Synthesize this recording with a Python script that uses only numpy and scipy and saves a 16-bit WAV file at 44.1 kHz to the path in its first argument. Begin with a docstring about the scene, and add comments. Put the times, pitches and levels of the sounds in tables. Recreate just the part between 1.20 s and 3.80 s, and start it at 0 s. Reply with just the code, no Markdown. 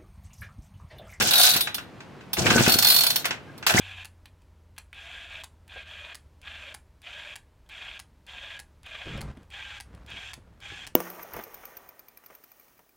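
"""Workshop, close by: the recoil starter of a small two-stroke engine is pulled; the engine never fires.
On each pull filtered noise slips rasp as rope over a low rumble, noise bursts and short rings knock as
the housing, and push-suck pulses puff as the piston. Pawl ticks, faster and then slower, are noise cracks,
pings and chinks over the decaying modes of a steel starter cup. Rope squeaks are rough sine chirps."""
import sys
import numpy as np
from scipy import signal
from scipy.fft import rfft, irfft
from scipy.io import wavfile

SR = 44100
rng = np.random.default_rng(int(sys.argv[2]) if len(sys.argv) > 2 else 0)


def dump_mix(stems):
    """Bounce the given channels to the path in sys.argv[1] as a 16-bit WAV at rate SR."""
    frames = np.atleast_2d(stems).T  # one column per channel
    limited = np.clip(frames, -1, 1)  # hard clip at full scale
    pcm = np.round(limited * 32767).astype(np.int16)
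    wavfile.write(sys.argv[1], SR, pcm)


N = 114660
T = np.arange(N) / SR
# shared by pawls, housing and rope: unshared part of the noise power; delay of the shared part on the left
WIDTH, LEFT_LAG_S = 0.4, 0.00013
LOW_PAN_DB = 2  # shared by rumble and piston


def amp(db):
    """Decibels to gain."""
    return 10 ** (np.asarray(db) / 20)


def pan(db):
    """Left and right gains for a source that is db louder on the left."""
    return amp(np.array([[db], [-db]]) / 2)


def colour(x, points):
    """Causal minimum-phase filter through (Hz, dB) points; keeps the power of white noise."""
    point_hz, point_db = np.array(points, float).T
    size = 2 * N
    hz = np.arange(N + 1) * SR / size
    gain = amp(np.interp(np.log(hz + 1), np.log(point_hz), point_db))
    gain = gain / np.sqrt(np.mean(gain ** 2))
    # fold the cepstrum onto positive time for minimum phase
    cepstrum = irfft(np.log(gain))
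    cepstrum[1:N] *= 2
    cepstrum[N + 1:] = 0
    response = np.exp(rfft(cepstrum))
    return irfft(rfft(x, size) * response)[..., :N]


def hiss(width, lag_s=0):
    """Noise at two microphones: a shared part, later on the left, and a share of their own."""
    shared, *own = rng.standard_normal((3, N))
    width = np.clip(width, 0, 1)
    common = np.array([np.roll(shared, round(lag_s * SR)), shared])
    return np.sqrt(1 - width) * common + np.sqrt(width) * np.array(own)


def walk(hz):
    """Random points, hz per second, joined by lines; spread near 1."""
    return np.interp(T * hz, np.arange(N), rng.standard_normal(N))


def add(out, s, sound):
    """Mix a sound in at time s."""
    i = int(np.clip(s * SR, 0, N - 1))
    out[..., i:i + sound.shape[-1]] += sound[..., :N - i]


def ping(hz, decay_s, fall_per_s=0):
    """A short damped ring that may sink in pitch, with its own phase at each microphone."""
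    t = T[:SR // 10]
    cycles = np.cumsum(hz * np.exp(-fall_per_s * t)) / SR
    wave = np.sin(2 * np.pi * (cycles + rng.random((2, 1))))
    return wave * np.exp(-t / decay_s) * (1 - np.exp(-t * hz / 2))


def pawls():
    """Pawls crack on the cup, bounce once, ping and ring its modes, more fully the closer the ticks."""
    # pawl ticks on the cup: start_s, level_db
    tick_table = [(0.021, -14.5), (0.0702, -16), (0.1087, -10), (0.1346, -9.5), (0.1555, -11.5),
                  (0.1795, -9.5), (0.197, -9), (0.2144, -11), (0.2324, -8), (0.2508, -9), (0.2704, -14),
                  (0.2894, -9), (0.3123, -14), (0.3366, -15), (0.363, -12), (0.4073, -10.5), (0.544, -15.5),
                  (1.1316, -14), (1.4795, -12), (1.4954, -10.5), (1.52, -8), (1.5397, -11), (1.5859, -7),
                  (1.6243, -7), (1.6468, -6.5), (1.6689, -8), (1.685, -9.5), (1.7014, -6), (1.7204, -10.5),
                  (1.7429, -10), (1.7628, -8.5), (1.7859, -10.5), (1.807, -10), (1.8351, -10), (1.8657, -9),
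                  (1.903, -10), (1.9583, -9.5), (2.0535, -17), (2.378, -37.5), (2.4651, -11)]
    # steel cup modes: mode_hz, level_db, change_db (once the microphone has swung round the engine)
    cup_modes = [(3537, -4, -9), (3892, -15, -13), (4048, -16, 7), (4317, -14, 11), (4393, -1, -1),
                 (5103, -10, -1), (8050, -14, 0), (9330, -6, -10), (10104, -8, -2), (12995, -9, 1),
                 (13868, -6, -5), (14235, -10, 0)]
    # crack spectrum: freq_hz, relative_db
    crack_spectrum = [(300, -27.5), (800, -6.5), (2000, -7), (3500, 2.5), (5700, -6.5), (7500, -9),
                      (15500, -9)]
    # high chink spectrum: freq_hz, relative_db
    chink_spectrum = [(8800, -25.5), (9900, 1), (11300, -22.5), (13500, -2), (14300, -9.5), (15700, -15)]
    cup_db, cup_scatter_db, cup_t60_s, swing_s = 0.5, 4, 0.17, 1.3
    long_mode, long_t60_s = 1, 0.38  # this mode outlasts the rest
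    slow_ring_db, slow_gap_s = -20, 0.08  # full ring loss, from this gap upwards
    detune_hz = 13.8  # spread from tick to tick
    crack_db, crack_rise_s, crack_s, bounce_s = -4, 0.00081, 0.004, 0.004
    chink_db, chink_s = -10.5, 0.011
    ping_low_hz, ping_high_hz, ping_db, ping_s, ping_fall_per_s = 4890, 6620, -5, 0.003, 65

    mode_hz, mode_db, change_db = np.array(cup_modes).T
    is_long = np.arange(len(mode_hz)) == long_mode
    t60_s = np.where(is_long, long_t60_s, cup_t60_s)
    t = T[:SR // 2]
    modes = np.exp((2j * np.pi * mode_hz - np.log(1000) / t60_s)[:, None] * t)
    rings, crack_power, chink_power = np.zeros((2, N)), np.zeros(N), np.zeros(N)
    gaps_s = np.diff(np.array(tick_table)[:, 0], prepend=-1)
    for (s, level_db), gap_s in zip(tick_table, gaps_s):
        slow = min(gap_s / slow_gap_s, 1)
        slow_db = slow_ring_db * np.where(is_long, slow ** 3, np.sqrt(slow))
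        scatter_db = cup_scatter_db * rng.standard_normal((2, len(mode_hz)))
        strike = amp(mode_db + slow_db + change_db * (s > swing_s) + scatter_db)
        strike = strike * np.exp(2j * np.pi * rng.random((2, len(mode_hz))))
        detune = np.exp(2j * np.pi * detune_hz * rng.standard_normal() * t)
        add(rings, s, amp(level_db + cup_db) * (strike @ modes * detune).imag)

        crack = amp(level_db) * (1 - np.exp(-t / crack_rise_s)) * np.exp(-t / crack_s)
        for delay_s in 0, bounce_s * (0.5 + rng.random()):
            add(crack_power, s + delay_s, crack ** 2)

        ring = ping(rng.uniform(ping_low_hz, ping_high_hz), ping_s, ping_fall_per_s)
        add(rings, s + bounce_s / 2, amp(level_db + ping_db) * ring)
        add(chink_power, s, (amp(level_db) * np.exp(-t / chink_s)) ** 2)
    cracks = colour(np.sqrt(crack_power) * hiss(WIDTH, LEFT_LAG_S), crack_spectrum)
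    chinks = colour(np.sqrt(chink_power) * hiss(WIDTH, LEFT_LAG_S), chink_spectrum)
    return pan(-1.34) * (rings + amp(crack_db) * cracks + amp(chink_db) * chinks)


def rope():
    """Fibres slip in the eyelet in uneven bursts per band, over a low rumble.

    The rumble has wind or handling at the microphone as the second pull starts.
    """
    # rope runs, each a list of breakpoints: time_s, rasp_db, rumble_db
    run_tables = [
        [(0, -29, -29), (0.05, -32.5, -34.5), (0.14, -30.5, -49), (0.25, -26.5, -52), (0.36, -35, -47),
         (0.5, -59, -80)],
        [(1.175, -33, -27), (1.24, -39.5, -30), (1.265, -33.5, -25), (1.40, -28, -26), (1.445, -29.5, -66),
         (1.475, -27.5, -30), (1.575, -37, -40.5), (1.85, -36.5, -48.5), (2.0, -48, -48), (2.18, -89, -50)],
        [(2.467, -29.5, -46), (2.51, -25.5, -51), (2.53, -35.5, -37), (2.56, -31.5, -25.5), (2.6, -24, -59)],
    ]
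    # rasp spectrum: freq_hz, relative_db
    rasp_spectrum = [(150, -31), (450, -7), (720, 7.5), (1100, -7.5), (1500, 8), (1900, -3), (2600, 3.5),
                     (6000, 1), (12000, -8.5)]
    # rumble spectrum: freq_hz, relative_db
    rumble_spectrum = [(45, -25.5), (80, -4.5), (180, -4.5), (400, -9.5), (1200, -19.5), (5000, -70.5)]
    rope_db, slips_per_s, flutter_db, flutter_hz = 4, 9000, 5.5, 111.24

    rasp_level, rumble_level = np.zeros(N), np.zeros(N)
    for run in run_tables:
        s, rasp_db, rumble_db = np.array(run).T
        moving = (T >= s[0]) & (T <= s[-1])
        rasp_level += moving * amp(np.interp(T, s, rasp_db))
        rumble_level += moving * amp(np.interp(T, s, rumble_db))
    slips = rng.random(N) < slips_per_s / SR
    grains = rasp_level * slips / np.std(slips) * hiss(WIDTH, LEFT_LAG_S)
    top = colour(grains, rasp_spectrum)
    bursts = 0
    # peel off bands from below; the part above the last edge gets no flutter
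    for edge_hz in (2000, 4500, 8500):
        low_pass = signal.butter(4, edge_hz, fs=SR, output="sos")
        band = signal.sosfiltfilt(low_pass, top)
        top = top - band
        bursts = bursts + band * amp(flutter_db * walk(flutter_hz))
    rumble = colour(rumble_level * hiss(0.1), rumble_spectrum)
    return amp(rope_db) * (bursts + top) + pan(LOW_PAN_DB) * rumble


def housing():
    """Dull knocks of reel and handle ring the housing's short modes and leave a brief tail."""
    # knocks against the housing: start_s, level_db
    knock_table = [(0.008, -11), (0.349, -17.5), (0.362, -18.5), (0.471, -17.5), (0.581, -23), (0.804, -33),
                   (1.008, -39.5), (1.168, -18.5), (1.265, -7), (1.303, -6), (1.379, -12), (1.397, -14),
                   (1.462, -10), (2.044, -18), (2.054, -16), (2.107, -14.5), (2.426, -25.5), (2.465, -10),
                   (2.495, -12.5), (2.538, -14), (2.577, -19)]
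    # knock spectrum: freq_hz, relative_db
    knock_spectrum = [(100, -26.5), (750, 1.5), (1550, 5), (2600, 5.5), (3500, 0), (7000, -8.5),
                      (12000, -29.5)]
    knock_db, rise_s, knock_s, tail_s, tail_db = -6.5, 0.001134, 0.0051, 0.023, -6.5
    ring_db, ring_s, ring_scatter = -13, 0.009, 0.013  # scatter as a fraction of pitch

    t = T[:SR // 4]
    force, rings = np.zeros(N), np.zeros((2, N))
    decay = np.exp(-t / knock_s) + amp(tail_db) * np.exp(-t / tail_s)
    blow = (1 - np.exp(-t / rise_s)) * decay
    for s, level_db in knock_table:
        add(force, s, amp(level_db) * blow)
        for mode_hz in (1450, 1600, 2650):
            hz = mode_hz * (1 + ring_scatter * rng.standard_normal())
            add(rings, s + rise_s, amp(level_db) * ping(hz, ring_s))
    knocks = colour(force * hiss(WIDTH, LEFT_LAG_S), knock_spectrum)
    return amp(knock_db) * knocks + amp(ring_db) * rings


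def piston():
    """The piston pushes and sucks air in short pulses, heard without deep bass."""
    # puffs of air from the cylinder: centre_s, level_db
    puff_table = [(0.361, -24), (1.225, -21), (1.261, -14), (1.317, -12.5), (1.361, -9), (1.409, -8),
                  (1.479, -8.5), (1.559, -17.5), (2.548, -12), (2.598, -8)]
    puff_s, fade_per_s, low_cut_hz = 0.0005, 130, 80

    out = np.zeros(N)
    for s, level_db in puff_table:
        u = (T - s) / puff_s
        fade = np.exp(-((T - s) * fade_per_s) ** 2)
        out -= amp(level_db) * 2 * u / (1 + u ** 2) * fade
    high_pass = signal.butter(3, low_cut_hz, "high", fs=SR, output="sos")
    return pan(LOW_PAN_DB) * signal.sosfiltfilt(high_pass, out)


def squeaks():
    """Short rough stick-slip chirps of the rope in its eyelet swell as it tightens."""
    # rope squeaks: start_s, length_s, start_hz, end_hz, level_db
    squeak_table = [(1.237, 0.06, 2385, 2390, -29.5), (1.26, 0.0059, 1488, 2080, -15.5),
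                    (1.31, 0.0954, 1620, 1418, -25), (2.262, 0.05, 1590, 1600, -52),
                    (2.568, 0.02, 1456, 2260, -14)]
    pitch_rough, level_rough_db = 0.05, 6.76  # pitch as a fraction

    out = np.zeros(N)
    for s, length_s, start_hz, end_hz, level_db in squeak_table:
        u = np.clip((T - s) / length_s, 0, 1)
        hz = start_hz + (end_hz - start_hz) * u
        hz = hz * (1 + pitch_rough * walk(750))
        swell = np.sqrt(abs(np.sin(np.pi * u ** 2)))
        level = amp(level_db + level_rough_db * walk(400))
        out += level * swell * np.sin(2 * np.pi * np.cumsum(hz) / SR)
    return pan(2) * out


def room(x):
    """Dense workshop reflections as decaying noise; the treble dies first."""
    room_db, t60_s, treble_t60_s, split_hz, onset_s = -8.5, 0.31, 0.18, 3000, 0.0066
    t = T[:SR // 2]
    noise = rng.standard_normal((2, len(t)))
    low = signal.sosfilt(signal.butter(2, split_hz, fs=SR, output="sos"), noise)
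    tail = low * amp(-60 * t / t60_s) + (noise - low) * amp(-60 * t / treble_t60_s)
    tail = tail * np.clip(t / onset_s, 0, 1)
    tail = tail / np.sqrt(np.sum(tail ** 2) / 2)
    return x + amp(room_db) * signal.fftconvolve(x, tail, axes=1)[:, :N]


def workshop():
    """Steady coloured noise, strongest in the bass, is the workshop's quiet background."""
    # background spectrum: freq_hz, relative_db
    shop_spectrum = [(25, -58), (65, -7.5), (130, -1), (270, -5), (2500, -21.5), (16000, -51)]
    return amp(-46) * colour(hiss(0.24), shop_spectrum)


def scene():
    """The starter in the room, over the workshop background."""
    starter = pawls() + rope() + housing() + piston() + squeaks()
    return room(starter) + workshop()


def record(dry):
    """The recorder rounds the loudest peaks and cuts the top."""
    top_hz = 15900
    low_pass = signal.ellip(10, 0.2, 80, top_hz, fs=SR, output="sos")
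    return signal.sosfilt(low_pass, np.tanh(dry))


dry = scene()
out = record(dry)
dump_mix(out)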